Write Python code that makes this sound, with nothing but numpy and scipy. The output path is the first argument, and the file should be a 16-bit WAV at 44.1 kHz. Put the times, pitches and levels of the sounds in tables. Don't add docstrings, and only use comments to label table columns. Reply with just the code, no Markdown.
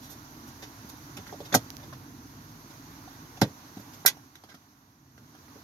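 import sys
import numpy as np
from scipy import signal
from scipy.fft import rfft, irfft
from scipy.io import wavfile
from scipy.ndimage import uniform_filter1d

SR = 44100
rng = np.random.default_rng(int(sys.argv[2]) if len(sys.argv) > 2 else 0)


def to_wav(sig):
    pcm = np.clip(np.atleast_2d(sig), -1, 1) * 32767
    pcm = np.round(pcm).astype(np.int16)
    wavfile.write(sys.argv[1], SR, pcm.T)


N = 248283


def amp(db):
    return 10 ** (np.asarray(db) / 20)


def evened(x):
    return x / np.sqrt(np.mean(x ** 2) + 1e-20)


def peaked(x):
    loudest_power = uniform_filter1d(x[0] ** 2, size=130).max()
    return x / np.sqrt(2 * loudest_power + 1e-20)


def read(points, hz):
    f, value = np.transpose(points)
    return np.interp(np.log(hz + 1), np.log(f + 1), value)


def add(mix, s, sound):
    part = mix[:, round(s * SR):][:, :sound.shape[1]]
    part += sound[:, :part.shape[1]]


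def causal(db):
    both_sides = np.r_[db, db[-2:0:-1]]
    log_gain = np.log(amp(np.maximum(both_sides, -100)))
    return np.fft.ifft(np.exp(np.conj(signal.hilbert(log_gain)))).real[:1024]


def noise(spectrum, patchy_db, size):
    frames, hz = N // (size // 4) + 5, np.fft.rfftfreq(size, 1 / SR)
    z = rng.standard_normal((frames, len(hz), 5)).T
    patches = uniform_filter1d(z[4], size=12, axis=0)
    patches = evened(uniform_filter1d(patches, size=10, axis=1))
    gain = amp(read(spectrum, hz)[:, None] + patchy_db * patches)
    spectra = (z[:2] + 1j * z[2:4]) * gain
    return evened(signal.istft(spectra, nperseg=size, noverlap=size * 3 // 4)[1][:, :N])


PORT_LEAD_S = .00048

# frequency in Hz, left minus right in dB.
TILT = [(60, 0), (130, -1.5), (290, -1.5), (640, -3.5), (1410, -2), (3100, -6), (6820, -2.5),
        (15000, -12.5)]


def ports(pair, alike, lead_share):
    hz = np.fft.rfftfreq(N, 1 / SR)
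    one, other = rfft(pair, axis=1)
    same = np.clip(read(alike, hz), 0, 1)
    half_db = read(TILT, hz) / 2
    lead = 2 * np.pi * hz * PORT_LEAD_S * hz ** 2 / (hz ** 2 + 970.0 ** 2)
    left = same * one + np.sqrt(1 - same ** 2) * other
    left = left * np.exp(1j * lead_share * lead)
    return irfft([left * amp(half_db), one / amp(half_db)], N, axis=1)


DRONE_HZ, DRONE_DB, DRONE_WAVER_HZ = 50.7, -66.5, .8
DRONE_FADE_S, DRONE_LOW_S = 3.3, 4.4


def drone():
    wander = evened(uniform_filter1d(rng.standard_normal(N), size=12000))
    level_db = DRONE_DB + np.interp(np.arange(N) / SR, [DRONE_FADE_S, DRONE_LOW_S], [0, -25])
    cycles = np.cumsum(DRONE_HZ + DRONE_WAVER_HZ * wander) / SR
    return amp(level_db) * np.sqrt(2) * np.sin(2 * np.pi * cycles)


RUSH_OVER_HISS_DB = 1.28

# frequency in Hz, relative strength in dB per Hz.
HUM = [(18, -48), (40, -32.5), (58, -21), (78, -2), (102, 0.5), (150, -1), (204, -10.5), (241, -1),
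       (284, 0.5), (347, -9), (377, -15.5), (409, -13.5), (500, -19), (650, -53), (1100, -120)]
RUSH = [(240, -28.5), (400, -12.5), (534, -12), (601, -6.5), (977, -1.5), (1080, -1), (1260, -5.5),
        (1410, -3), (2600, -16), (3380, -24.5), (5720, -120)]
HISS = [(1800, -39), (2500, -12.5), (3400, -7.5), (4200, -4.5), (5100, -5), (6100, -0.5), (6900, -5.5),
        (7400, -18.5), (9000, -18), (10500, -13), (12600, -6.5), (14500, -15.5), (15700, -22),
        (16500, -47.5)]
# time in seconds, hum level in dB, hiss level in dB, both before the ports.
AIR = [(0.0, -51, -56), (0.7, -50, -55), (1.6, -48, -54.5), (2.15, -48, -58), (2.95, -51, -55.5),
       (3.65, -53.5, -56.5), (4.0, -51.5, -55.5), (4.329, -58.5, -63.5), (4.75, -62, -66),
       (5.02, -61, -68.5), (5.49, -53.5, -59), (5.63, -56, -59)]
# frequency in Hz, likeness from 0 to 1.
ALIKE_AIR = [(40, 0.99), (150, .99), (500, 0.89), (1200, 0.41), (5000, 0.14), (15000, 0.13)]


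def air():
    s, hum_db, hiss_db = np.transpose(AIR)
    t = np.arange(N) / SR
    hum = amp(np.interp(t, s, hum_db)) * noise(HUM, 1.5, size=2048)
    rush = amp(RUSH_OVER_HISS_DB) * noise(RUSH, 0.84, size=1024)
    hiss = noise(HISS, 1.1, size=512)
    upper = amp(np.interp(t, s, hiss_db)) * (rush + hiss)
    return ports(hum + drone() + upper, ALIKE_AIR, 0.99)


# frequency in Hz, time to fall by 60 dB in seconds.
CABIN = [(1000, 0.14), (5000, 0.074), (9000, 0.079), (15000, 0.045)]


def cabin():
    echoes = rng.standard_normal((2, 8192)) * (rng.random((2, 8192)) < .3)
    hz, t, z = signal.stft(echoes, SR, nperseg=64)
    fade = amp(-60 * t / read(CABIN, hz)[:, None])
    tail = signal.istft(z * fade, SR, nperseg=64)[1]
    return tail * np.minimum(np.arange(tail.shape[1]) / SR / 0.00043, 1)


TICK_LEFT_DB = -28

# frequency in Hz, relative strength in dB per Hz.
TICK = [(500, -20), (1500, -5), (3500, 1), (6000, 8), (7200, -4), (8500, -28), (12500, 3), (16000, -14)]


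def tick():
    click = causal(read(TICK, np.fft.rfftfreq(2048, 1 / SR)))
    click = click * np.exp(-np.arange(1024) / SR / 0.0013)
    return amp([[TICK_LEFT_DB], [0]]) * click / abs(click).max()


# start in seconds, peak in dB.
TICKS = [(1.7039, -17), (1.7685, -20.5)]


def phone_ticks():
    phone = np.zeros((2, N))
    for s, db in TICKS:
        add(phone, s, amp(db) * tick())
    return phone


# frequency in Hz, strength in dB, time for the slow part to fall by 60 dB in seconds.
PANEL = [(112.3, -1.5, 0.13), (171, -14.5, 0.099), (207.6, 7.5, 0.049), (262.7, 7.5, 0.075),
         (299.8, -3.5, 0.16), (314.6, 3.5, 0.04), (432.5, 2.5, 0.12), (479, 1, 0.092), (573, 6, 0.089),
         (658, 0.5, 0.1), (734, 3, 0.075), (771, 11, 0.05), (851, 6, 0.053), (914, -2.5, 0.12),
         (1048, 10.5, 0.031), (1134, -5.5, 0.071), (1264, -3, 0.11), (1415, 7, .05), (1514, 0, 0.042),
         (1558, -8, 0.046), (1564, 0, 0.091), (1904, -4.5, 0.11), (1976, 1.5, 0.079), (2117, -2.5, .05),
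         (2320, -38, .05)]


def ring(low_hz, high_hz, centre_hz, octaves):
    t = np.arange(8192) / SR
    hz, db, t60 = np.array([row for row in PANEL if low_hz < row[0] < high_hz]).T[:, :, None]
    decay = amp(-60 * t / (.35 * t60)) + 0.4 * amp(-60 * t / t60)
    strength = amp(db - 4 * (np.log2(hz / centre_hz) / octaves) ** 2)
    modes = strength * decay * np.sin(2 * np.pi * hz * t)
    signs = np.array([np.ones(len(hz)), rng.choice([-1., 1.], len(hz))])
    return signs @ modes * (1 - np.exp(-t * centre_hz / 1.03))


THUMP_HZ, THUMP_OCTAVES = 215, 1.1

# frequency in Hz, relative strength in dB per Hz.
CRACK = [(1180, -21.5), (2000, -13.5), (2920, -11.5), (3650, -2), (3950, -5), (4750, -4), (5770, -0.5),
         (6880, -3.5), (7520, -13.5), (9540, -12), (11000, -8), (13300, -0.5), (15500, -20.5), (16100, -33),
         (16500, -45.5)]


def touch(crack_db, knock_db, thump_db, knock_hz, octaves, contact_ms, tilt_db):
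    t = np.arange(4096) / SR
    contact = max(contact_ms, 1) / 1000
    pressure = abs(np.sin(np.pi * np.minimum(t / contact, 1) ** .7))
    jumps = amp(1.3 * rng.exponential(1, len(t)))
    slips = rng.standard_normal((2, len(t))) * jumps * pressure

    hz = np.fft.rfftfreq(2048, 1 / SR)
    tone_db = read(CRACK, hz) + tilt_db * np.log2((hz + 100) / 5000)
    bright = signal.oaconvolve(slips[0], causal(tone_db))
    crack = signal.fftconvolve(bright[None], cabin(), axes=1)[:, :8192]

    blow = np.exp(-((t - .37 * contact) / .00008) ** 2)
    firm = np.exp(-contact / 0.01) * blow / np.linalg.norm(blow)
    push = firm + 9 * np.sqrt(contact) * slips / np.linalg.norm(slips[0])
    knock_ring = ring(325, 3000, knock_hz, max(octaves, .2))
    knock = signal.fftconvolve(push, knock_ring, axes=1)[:, :8192]

    shove = np.exp(-((t - np.minimum(0.25 * contact, .003)) / 0.0012) ** 2)
    thump_ring = ring(0, 325, THUMP_HZ, THUMP_OCTAVES)
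    thump = signal.fftconvolve(shove[None], thump_ring, axes=1)[:, :8192]
    return amp(crack_db) * peaked(crack) + amp(knock_db) * peaked(knock) + amp(thump_db) * peaked(thump)


TAP_OCTAVES, TAP_TILT_DB, TAP_THUMP_DB = 0.46, -6, -30
BUMP_KNOCK_DB, BUMP_CRACK_DB, BUMP_HZ, BUMP_MS = -15.5, -22, 460, 11.15
BRUSH_KNOCK_DB, BRUSH_HZ = -9.5, 594

# start in seconds, thump peak in dB.
BUMPS = [(0.36, -42), (0.468, -41.5), (.842, -35.5), (1.184, -33), (1.797, -49), (2.698, -44),
         (3.767, -30.5), (3.793, -35.5), (4.539, -43.5), (5.506, -49), (5.555, -43)]


def palm_bumps(door):
    for s, db in BUMPS:
        crack_db, knock_db = db + BUMP_CRACK_DB, db + BUMP_KNOCK_DB
        add(door, s, touch(crack_db, knock_db, db, BUMP_HZ, TAP_OCTAVES, BUMP_MS, TAP_TILT_DB))


# start in seconds, crack peak in dB, length in ms, crack tilt in dB per octave.
BRUSHES = [(0.013, -46, 70, -1), (0.087, -43.5, 60, 1.5), (.466, -51, 41, 1), (.886, -43, 18, 1),
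           (1.167, -35, 8.1, -5), (1.447, -42.5, 23, -5), (1.796, -42, 2.8, -8), (1.826, -41, 19, -8.5),
           (2.697, -50, 20.5, -2), (3.792, -51, 17, 3), (3.928, -48, 26, -3.5)]


def brushes(door):
    for s, db, ms, tilt_db in BRUSHES:
        panel_db = db + BRUSH_KNOCK_DB
        add(door, s, touch(db, panel_db, panel_db, BRUSH_HZ, TAP_OCTAVES, ms, tilt_db))


# start in seconds, knock peak in dB, crack peak in dB, knock pitch in Hz, contact in ms.
TAPS = [(0.619, -43.5, -35.5, 573, 27), (1.175, -46.5, -62, 554, 15.6), (1.26, -45.5, -44, 1710, 25),
        (1.291, -41.5, -47, 2040, 9.7), (1.324, -35.5, -43, 480, 5.8), (1.332, -36.5, -48, 610, 11),
        (1.402, -33, -43.5, 500, 4.8), (1.519, -37, -52.5, 2065, 6.35), (1.923, -41.5, -46, 1160, 17.3),
        (3.073, -39.5, -55, 870, 12.7), (3.367, -44, -45, 700, 15), (3.768, -47, -51, 673, 12),
        (4.168, -48, -53, 780, 5.4), (4.3535, -49.5, -44, 2210, 3.14), (4.436, -44.5, -46, 940, 3.8),
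        (4.485, -49, -49, 1490, 28), (4.508, -47.5, -54, 1570, 26), (4.54, -48, -50, 1460, 12.5),
        (5.177, -50, -53.5, 1420, 3.1), (5.349, -49.5, -54.5, 1180, 3), (5.48, -52, -61, 1500, 4.6),
        (5.555, -45, -65, 483, 8.8)]


def fingertip_taps(door):
    for s, db, crack_db, hz, ms in TAPS:
        add(door, s, touch(crack_db, db, db + TAP_THUMP_DB, hz, TAP_OCTAVES, ms, TAP_TILT_DB))


# start in seconds, crack peak in dB, knock peak in dB, thump peak in dB, knock pitch in Hz,
# knock spread in octaves (0.2 at least), contact in ms, crack tilt in dB per octave.
SNAPS = [(1.523, -19.5, -32, -25, 1300, 1.3, 8.1, -8.5), (1.538, -20, -18.5, -46, 1880, 0.52, 11, 2.5),
         (1.5459, -14.5, -10, -23, 820, 0.51, 7.05, -0.5), (1.554, -39, -22, -14, 610, 0.72, 7, -3),
         (3.413, -18, -20, -32, 1720, 0.48, 8.97, -5), (3.416, -12.5, -15.5, -9.5, 700, 1.1, 5.96, -12),
         (4.05, -46, -23, -32, 910, 1.2, 2.4, -1), (4.059, -9, -20, -34, 1790, 0.3, 5.5, 1.5),
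         (4.069, -17, -21, -39, 1840, 0.19, 16.6, -1)]


def handle_snaps(door):
    for s, *row in SNAPS:
        add(door, s, touch(*row))


SHORTED_HZ = 123

# frequency in Hz, likeness from 0 to 1.
ALIKE_DOOR = [(60, .99), (400, .97), (900, .85), (1600, .3), (15000, .3)]


def hand_on_door():
    door = np.zeros((2, N))
    palm_bumps(door)
    brushes(door)
    fingertip_taps(door)
    handle_snaps(door)
    bass_cut = signal.butter(4, SHORTED_HZ, "high", fs=SR, output="sos")
    return ports(signal.sosfilt(bass_cut, door), ALIKE_DOOR, 0.39)


def scene():
    return air() + phone_ticks() + hand_on_door()


EDGE_HZ = 16620


def record(dry):
    over = np.maximum(abs(dry) - .7, 0)
    held = dry - np.sign(dry) * (over - .27 * np.tanh(over / .27))
    band_limit = signal.firwin(255, EDGE_HZ, window=("kaiser", 9), fs=SR)
    return signal.oaconvolve(held, band_limit[None], "same")


dry = scene()
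out = record(dry)
to_wav(out)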